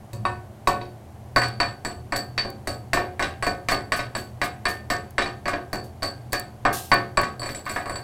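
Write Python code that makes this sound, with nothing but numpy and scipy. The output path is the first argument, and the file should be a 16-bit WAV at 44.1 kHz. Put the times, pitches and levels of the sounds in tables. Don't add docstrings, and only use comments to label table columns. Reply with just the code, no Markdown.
import sys
import numpy as np
from scipy import signal
from scipy.io import wavfile

SR = 44100
rng = np.random.default_rng(int(sys.argv[2]) if len(sys.argv) > 2 else 0)


def materialize(psi):
    bounded = np.clip(np.atleast_2d(psi).T, -1, 1)
    quanta = np.round(bounded * 32767).astype(np.int16)
    wavfile.write(sys.argv[1], SR, quanta)


N = 354123

# (time [s], force as pipe ring [dB], brightness as crack over ring [dB],
# head first modes [dB], head upper modes [dB], crushed slag [dB], thud [dB])
BLOW_TABLE = [(0.132, -41, 5, -45.5, -46, -27, -35), (0.2526, -13.5, -9.5, -38.5, -39, -69, -29.5),
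              (0.6731, -9.5, -6, -30.5, -30.5, -17, -17), (0.814, -37.5, 7, -45, -62, -69, -36),
              (1.3613, -7.5, -7.5, -19.5, -28, -21, -18.5), (1.4178, -17.5, 2, -43, -32.5, -47, -40),
              (1.4353, -29, 13, -25.5, -47, -43, -50), (1.6015, -11, 0, -23.5, -32, -40, -23.5),
              (1.849, -21.5, 1, -30.5, -31, -31, -26.5), (2.1229, -15.5, -6.5, -29, -35.5, -43, -23.5),
              (2.161, -36, 16, -25, -32, -26, -33), (2.3788, -21.5, 13.5, -20, -40, -55, -30.5),
              (2.4496, -29.5, -21, -37, -50, -60, -27), (2.673, -24, 3.5, -30.5, -30, -22, -24),
              (2.9326, -14.5, 5.5, -27, -28.5, -20.5, -20.5), (2.9715, -15, -3.5, -42, -50, -53, -23),
              (3.1945, -15.5, -2.5, -39, -35, -35, -25.5), (3.2249, -19, 11, -36, -34, -40, -25.5),
              (3.4254, -17, -2.5, -30, -32.5, -35, -25.5), (3.4663, -17, -2.5, -31.5, -36.5, -25, -20),
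              (3.686, -16, 8, -32, -28.5, -24, -27.5), (3.7184, -14, -4.5, -29.5, -31, -42, -22),
              (3.7269, -34, 6, -31.5, -49, -39, -24.5), (3.9206, -15.5, 8, -30.5, -30.5, -36, -26.5),
              (3.9909, -23.5, 8.5, -37, -42, -47, -28), (4.151, -23, 6, -30.5, -33.5, -53, -27.5),
              (4.4155, -15.5, 5.5, -32, -30.5, -39, -25), (4.6541, -16, 6, -26, -29.5, -53, -23.5),
              (4.9015, -15, 3, -28.5, -29, -23, -21.5), (5.1816, -13, 4.5, -32, -35, -46, -22),
              (5.2206, -26, 15.5, -49, -38, -48, -33), (5.2599, -26.5, 4, -35.5, -59, -55, -31.5),
              (5.4565, -20.5, 0.5, -32.5, -46, -49, -26.5), (5.4795, -18, 2.5, -39, -35, -29, -31),
              (5.533, -20.5, -1.5, -45, -63, -69, -25.5), (5.7304, -20.5, -6, -28.5, -36.5, -19, -23.5),
              (6.0228, -26, -3, -33, -45, -40, -28.5), (6.03, -23, 3, -21.5, -28.5, -26, -29),
              (6.3223, -42, 5, -35, -33.5, -25, -33), (6.3312, -18, 4, -26.5, -31, -22, -26),
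              (6.652, -7, -11, -31.5, -40, -44, -17), (6.9166, -7, -1.5, -19, -34.5, -52, -16.5),
              (7.1723, -10.5, -2.5, -21, -26, -53, -17), (7.233, -20.5, 0.5, -49, -52, -35, -41),
              (7.3956, -33, -16, -33, -37, -57, -34), (7.418, -27, -5, -35, -41, -57, -32),
              (7.4308, -29, 3, -29.5, -39, -50, -37), (7.4594, -25.5, -5, -34, -34, -43, -34),
              (7.4908, -32.5, 11, -61, -48, -55, -31.5), (7.5478, -43, 23, -62, -33.5, -53, -34),
              (7.6644, -22, -1.5, -50, -51, -62, -39), (7.6958, -27.5, 8, -36, -31.5, -51, -33),
              (7.7615, -16, -4.5, -42, -38, -52, -30), (7.858, -23.5, -12, -38, -42, -62, -34.5),
              (7.8961, -24, -5, -36.5, -33.5, -53, -28.5), (7.957, -28.5, 2, -33, -35, -59, -37)]
# (time [s], level [dB])
CHIP_TABLE = [(1.485, -35), (2.502, -33), (5.1075, -38), (6.331, -15.5), (6.397, -23), (6.941, -22.5),
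              (7.1172, -56), (7.215, -25)]
# (time [s], level [dB], t60 [s])
SPRAY_BURSTS = [(2.159, -29, 0.068), (3.708, -30.5, 0.12), (3.961, -34, 0.13), (4.1644, -43.5, 0.35),
                (4.4363, -34, 0.13), (4.6828, -36.5, 0.23), (5.8371, -49.5, 0.17), (6.726, -29.5, 0.53),
                (7.4889, -46, 0.13), (7.7064, -44, 0.35)]
# (frequency [Hz], level [dB per Hz])
GRIT_SPECTRUM = [(1470, -37), (2500, -14), (3080, 14.5), (3720, 14.5), (13500, 14.5), (15600, -8),
                 (16000, -32)]
# (time [s], level [dB])
DRAG_PRESSURE = [(7.38, -62), (7.506, -41), (7.622, -45.5), (7.728, -37), (7.83, -49), (8.03, -47)]
# (frequency [Hz], level [dB], t60 [s])
PIPE_MODES = [(241.7, -14.5, 0.24), (291.7, -8.5, 0.25), (364.5, -11.5, 0.53), (549.6, -13, 0.46),
              (580.8, -7, 0.21), (653, -7, 0.15), (697.5, -7, 0.28), (722.5, -10.5, 0.46), (781, -17, 0.54),
              (973, -9.5, 0.11), (1077, -10, 0.12), (1124, -6.5, 0.16), (1208, -13, 0.22),
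              (1262, -21, 0.37), (1500, -10.5, 0.25), (1594, -17, 0.4), (1656, -10, 0.19),
              (1752, -6.5, 0.11), (1801, -10.5, 0.27), (1878, -10.5, 0.094), (1935, -10, 0.13),
              (2200, -38, 0.083), (2153, -13, 0.18), (2202, -13.5, 0.093), (2344, -16, 0.13),
              (2395, -10, 0.12), (2560, -18.5, 0.065), (2768, -20.5, 0.14), (3872, -20, 0.088)]
# (frequency [Hz], level [dB], t60 [s])
FLANGE_MODES = [(360, -6.5, 0.59), (564.5, -4, 0.21), (722, -8.5, 0.43), (762, -11, 0.38), (962, -4, 0.22),
                (1053, -9, 0.055), (1117, 0, 0.19), (1260, -36, 0.11), (1500, -16, 0.41), (1798, -12, 0.27),
                (2320, -13, 0.12), (2554, -4.5, 0.065), (3830, -3.5, 0.027)]
# (frequency [Hz], level [dB], t60 [s])
HEAD_MODES = [(4160, -18, 0.045), (4750, -33, 0.068), (4490, -5, 0.1), (4561, -3, 0.11), (4616, -16, 0.094),
              (7755, -5, 0.076), (7885, -15.5, 0.049), (8760, -5, 0.028), (9230, -13.5, 0.058),
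              (13450, -4.5, 0.037)]
# (frequency [Hz], level [dB per Hz])
CLANG_SPECTRUM = [(120, 3.5), (400, 8.5), (1000, -1), (2000, -4), (3200, -14), (4200, -11), (6000, -11),
                  (11000, -19.5), (15000, -16)]
# (frequency [Hz], t60 [s])
CLANG_DECAY = [(100, 0.58), (420, 0.48), (1100, 0.31), (2900, 0.32), (7700, 0.16), (15000, 0.055)]
# (frequency [Hz], level [dB per Hz])
SHOP_SPECTRUM = [(15, -46), (25, -34), (102, 11.5), (170, -9.5), (373, -4.5), (489, -12), (714, -4.5),
                 (840, -11.5), (1130, -18.5), (3340, -29.5), (4610, -32.5), (5280, -32), (13600, -33.5),
                 (15200, -40), (16000, -60)]
# (frequency [Hz], width [Hz], level within the hum [dB])
HUM_RESONANCES = [(82.84, 3.1, -6.5), (106.2, 4.2, -7.5), (120.84, 2.6, -3), (211.5, 7.9, -9.5)]
# (time [s], level [dB])
HUM_CURVE = [(0, -35), (0.1, -53), (0.16, -30.5), (0.5, -44.5), (1.3, -43.5), (1.37, -37), (1.66, -35),
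             (1.76, -46.5), (1.92, -38.5), (2.5, -41.5), (5.0, -42.5), (8.03, -45)]

SHOP_DB = -45
BOOM_DB, BOOM_T60_S = -16, 0.66
FLANGE_UNTIL_S = 1.0
ECHO_T60_S = 0.28
KNOCK_FOLLOWS = 0.36
HIGH_DB, HIGH_FOLLOWS = -3.5, 0.32
TOP_DB, TOP_SLAG_SHARE = -7.5, 0.33
CUTOFF_HZ = 16500


def amp(db):
    return 10 ** (np.asarray(db) / 20)


def rms_one(x):
    return x / np.sqrt(np.mean(x ** 2) + 1e-20)


def at_hz(points, hz):
    table = np.array(points)
    return np.interp(np.log(hz), np.log(table[:, 0]), table[:, 1])


def clicks(times, sizes):
    out = np.full(N, 1e-18)
    samples = (np.asarray(times) * SR).round().astype(int)
    np.add.at(out, np.minimum(samples, N - 1), sizes)
    return out


def fade(drive, t60):
    return signal.lfilter([1], [1, -amp(-60 / (t60 * SR))], drive)


def ring(drive, hz, t60):
    r, w = amp(-60 / (t60 * SR)), 2 * np.pi * hz / SR
    return signal.lfilter([0, np.sin(w)], [1, -2 * r * np.cos(w), r * r], drive)


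def dying(times, db, t60):
    power = fade(clicks(times, amp(db) ** 2), t60 / 2)
    return np.sqrt(power)


def narrow(hz, width_hz):
    t60 = np.log(1000) / (np.pi * width_hz)
    return rms_one(ring(rng.standard_normal(N), hz, t60))


def bands(envelope_at, low_hz):
    edges = low_hz * 2 ** np.arange(0, np.log2(19000 / low_hz), 0.5)
    white = rng.standard_normal((2, N))
    out = 0
    for k, (low, high) in enumerate(zip(edges, edges[1:])):
        sos = signal.butter(2, [low, high], "band", fs=SR, output="sos")
        out = out + signal.sosfilt(sos, white[k % 2] * envelope_at(np.sqrt(low * high)))
    return out


def blow_db(hz):
    _, force, bright, _, _, crushed, thud = np.transpose(BLOW_TABLE)
    levels = [thud, force, force + HIGH_DB + HIGH_FOLLOWS * bright, force + bright, crushed]
    anchors_hz = [500, 1100, 1900, 3800, 11000]
    place = np.interp(np.log(hz), np.log(anchors_hz), np.arange(5))
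    k = min(int(place), 3)
    return levels[k] + (place - k) * (levels[k + 1] - levels[k])


def strikes(s, db, signs, echo_db):
    chatter = dying(s, db, ECHO_T60_S) * rng.standard_normal(N)
    return clicks(s, signs * amp(db)) + amp(echo_db) * chatter


def struck(modes, hit, spread_db, grate):
    s = np.array(BLOW_TABLE)[hit, 0]
    chance = rng.normal(0, spread_db, (len(s), len(modes)))
    signs = rng.choice([-1, 1], chance.shape)
    out = 0
    for k, (hz, db, t60) in enumerate(modes):
        drive = strikes(s, blow_db(hz)[hit] + chance[:, k], signs[:, k], echo_db=-33.0)
        out = out + amp(db) * ring(drive + grate, hz, t60)
    return out


def shop():
    noise = rms_one(bands(lambda hz: amp(at_hz(SHOP_SPECTRUM, hz)), low_hz=24.93))
    s, level_db = np.transpose(HUM_CURVE)
    steady = amp(np.interp(np.arange(N) / SR, s, level_db))
    boom = dying(np.array(BLOW_TABLE)[:, 0], blow_db(360) + BOOM_DB, BOOM_T60_S)
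    hum = sum(amp(db) * narrow(hz, width) for hz, width, db in HUM_RESONANCES)
    return amp(SHOP_DB) * noise + np.hypot(steady, boom) * hum


def pipe(grate):
    s, _, bright = np.array(BLOW_TABLE)[:, :3].T
    on_flange = s < FLANGE_UNTIL_S
    flange = amp(-2.0) * struck(FLANGE_MODES, on_flange, spread_db=0.5, grate=0)
    wall = amp(-3.0) * struck(PIPE_MODES, ~on_flange, spread_db=2.0, grate=amp(-32) * grate)
    knock_db = blow_db(2100) + KNOCK_FOLLOWS * bright + 3.0
    knock = ring(clicks(s, amp(knock_db)), 2000, 0.0074)
    knock = signal.sosfilt(signal.butter(2, 5000, fs=SR, output="sos"), knock)
    return flange + wall + knock


def head(grate):
    s, _, _, first, upper, crushed, _ = np.transpose(BLOW_TABLE)
    top = TOP_DB + upper + TOP_SLAG_SHARE * (crushed - upper)
    chance = rng.normal(0, 1.5, (len(s), len(HEAD_MODES)))
    out = 0
    for k, (hz, db, t60) in enumerate(HEAD_MODES):
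        strength_db = first if hz < 6000 else upper if hz < 11000 else top
        drive = strikes(s, strength_db + chance[:, k], 1, echo_db=-25.5)
        out = out + amp(db) * ring(drive + amp(-29.0) * grate, hz, t60)
    return out


def clang():
    s = np.array(BLOW_TABLE)[:, 0]
    crumbs = fade((rng.random(N) < 160 / SR) * rng.exponential(1, N), 0.0051)

    def envelope_at(hz):
        crackle = 1 + crumbs * at_hz([(1000, 0.045), (4000, 1.26)], hz)
        tail = dying(s, blow_db(hz), at_hz(CLANG_DECAY, hz)) * crackle
        crack = dying(s, blow_db(hz) - 6.5, 0.028)
        return amp(at_hz(CLANG_SPECTRUM, hz)) * (tail + crack)
    return bands(envelope_at, low_hz=120.9)


def thump():
    return amp(-5.0) * ring(clicks(np.array(BLOW_TABLE)[:, 0], amp(blow_db(360))), 29.6, 0.17)


def chips():
    s, db = np.transpose(CHIP_TABLE)
    burst = rng.standard_normal(N) * dying(s, db, 0.014)
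    return signal.sosfilt(signal.butter(2, 6000, "high", fs=SR, output="sos"), burst)


def sprays():
    envelope = np.sqrt(sum(dying([s], db, t60) ** 2 for s, db, t60 in SPRAY_BURSTS))
    envelope = signal.lfilter([1 / 150], [1, 1 / 150 - 1], envelope)
    grit = bands(lambda hz: amp(at_hz(GRIT_SPECTRUM, hz)), low_hz=1820)
    landings = (rng.random(N) < 400 / SR) * rng.exponential(0.25, N)
    patter = 1 + fade(landings, 0.01)
    return envelope * rms_one(grit * patter)


def grating():
    s, db = np.transpose(DRAG_PRESSURE)
    press = amp(np.interp(np.arange(N) / SR, s, db, left=-200))
    sizes = amp(6.9 * np.minimum(rng.exponential(1, N), 4)) * rng.choice([-1, 1], N)
    trips = rng.random(N) < 1200 / SR
    return press * rms_one(sizes * trips)


def drag_hiss(grate):
    sos = signal.butter(1, [700, 5000], "band", fs=SR, output="sos")
    return amp(-10) * signal.sosfilt(sos, grate)


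def scene():
    grate = grating()
    blows = pipe(grate) + head(grate) + clang() + thump()
    debris = chips() + sprays()
    return (shop() + blows + debris + drag_hiss(grate))[None]


def record(dry):
    rounded = 0.75 * np.tanh(dry / 0.75)
    return signal.sosfilt(signal.cheby2(18, 60, CUTOFF_HZ, fs=SR, output="sos"), rounded)


dry = scene()
out = record(dry)
materialize(out)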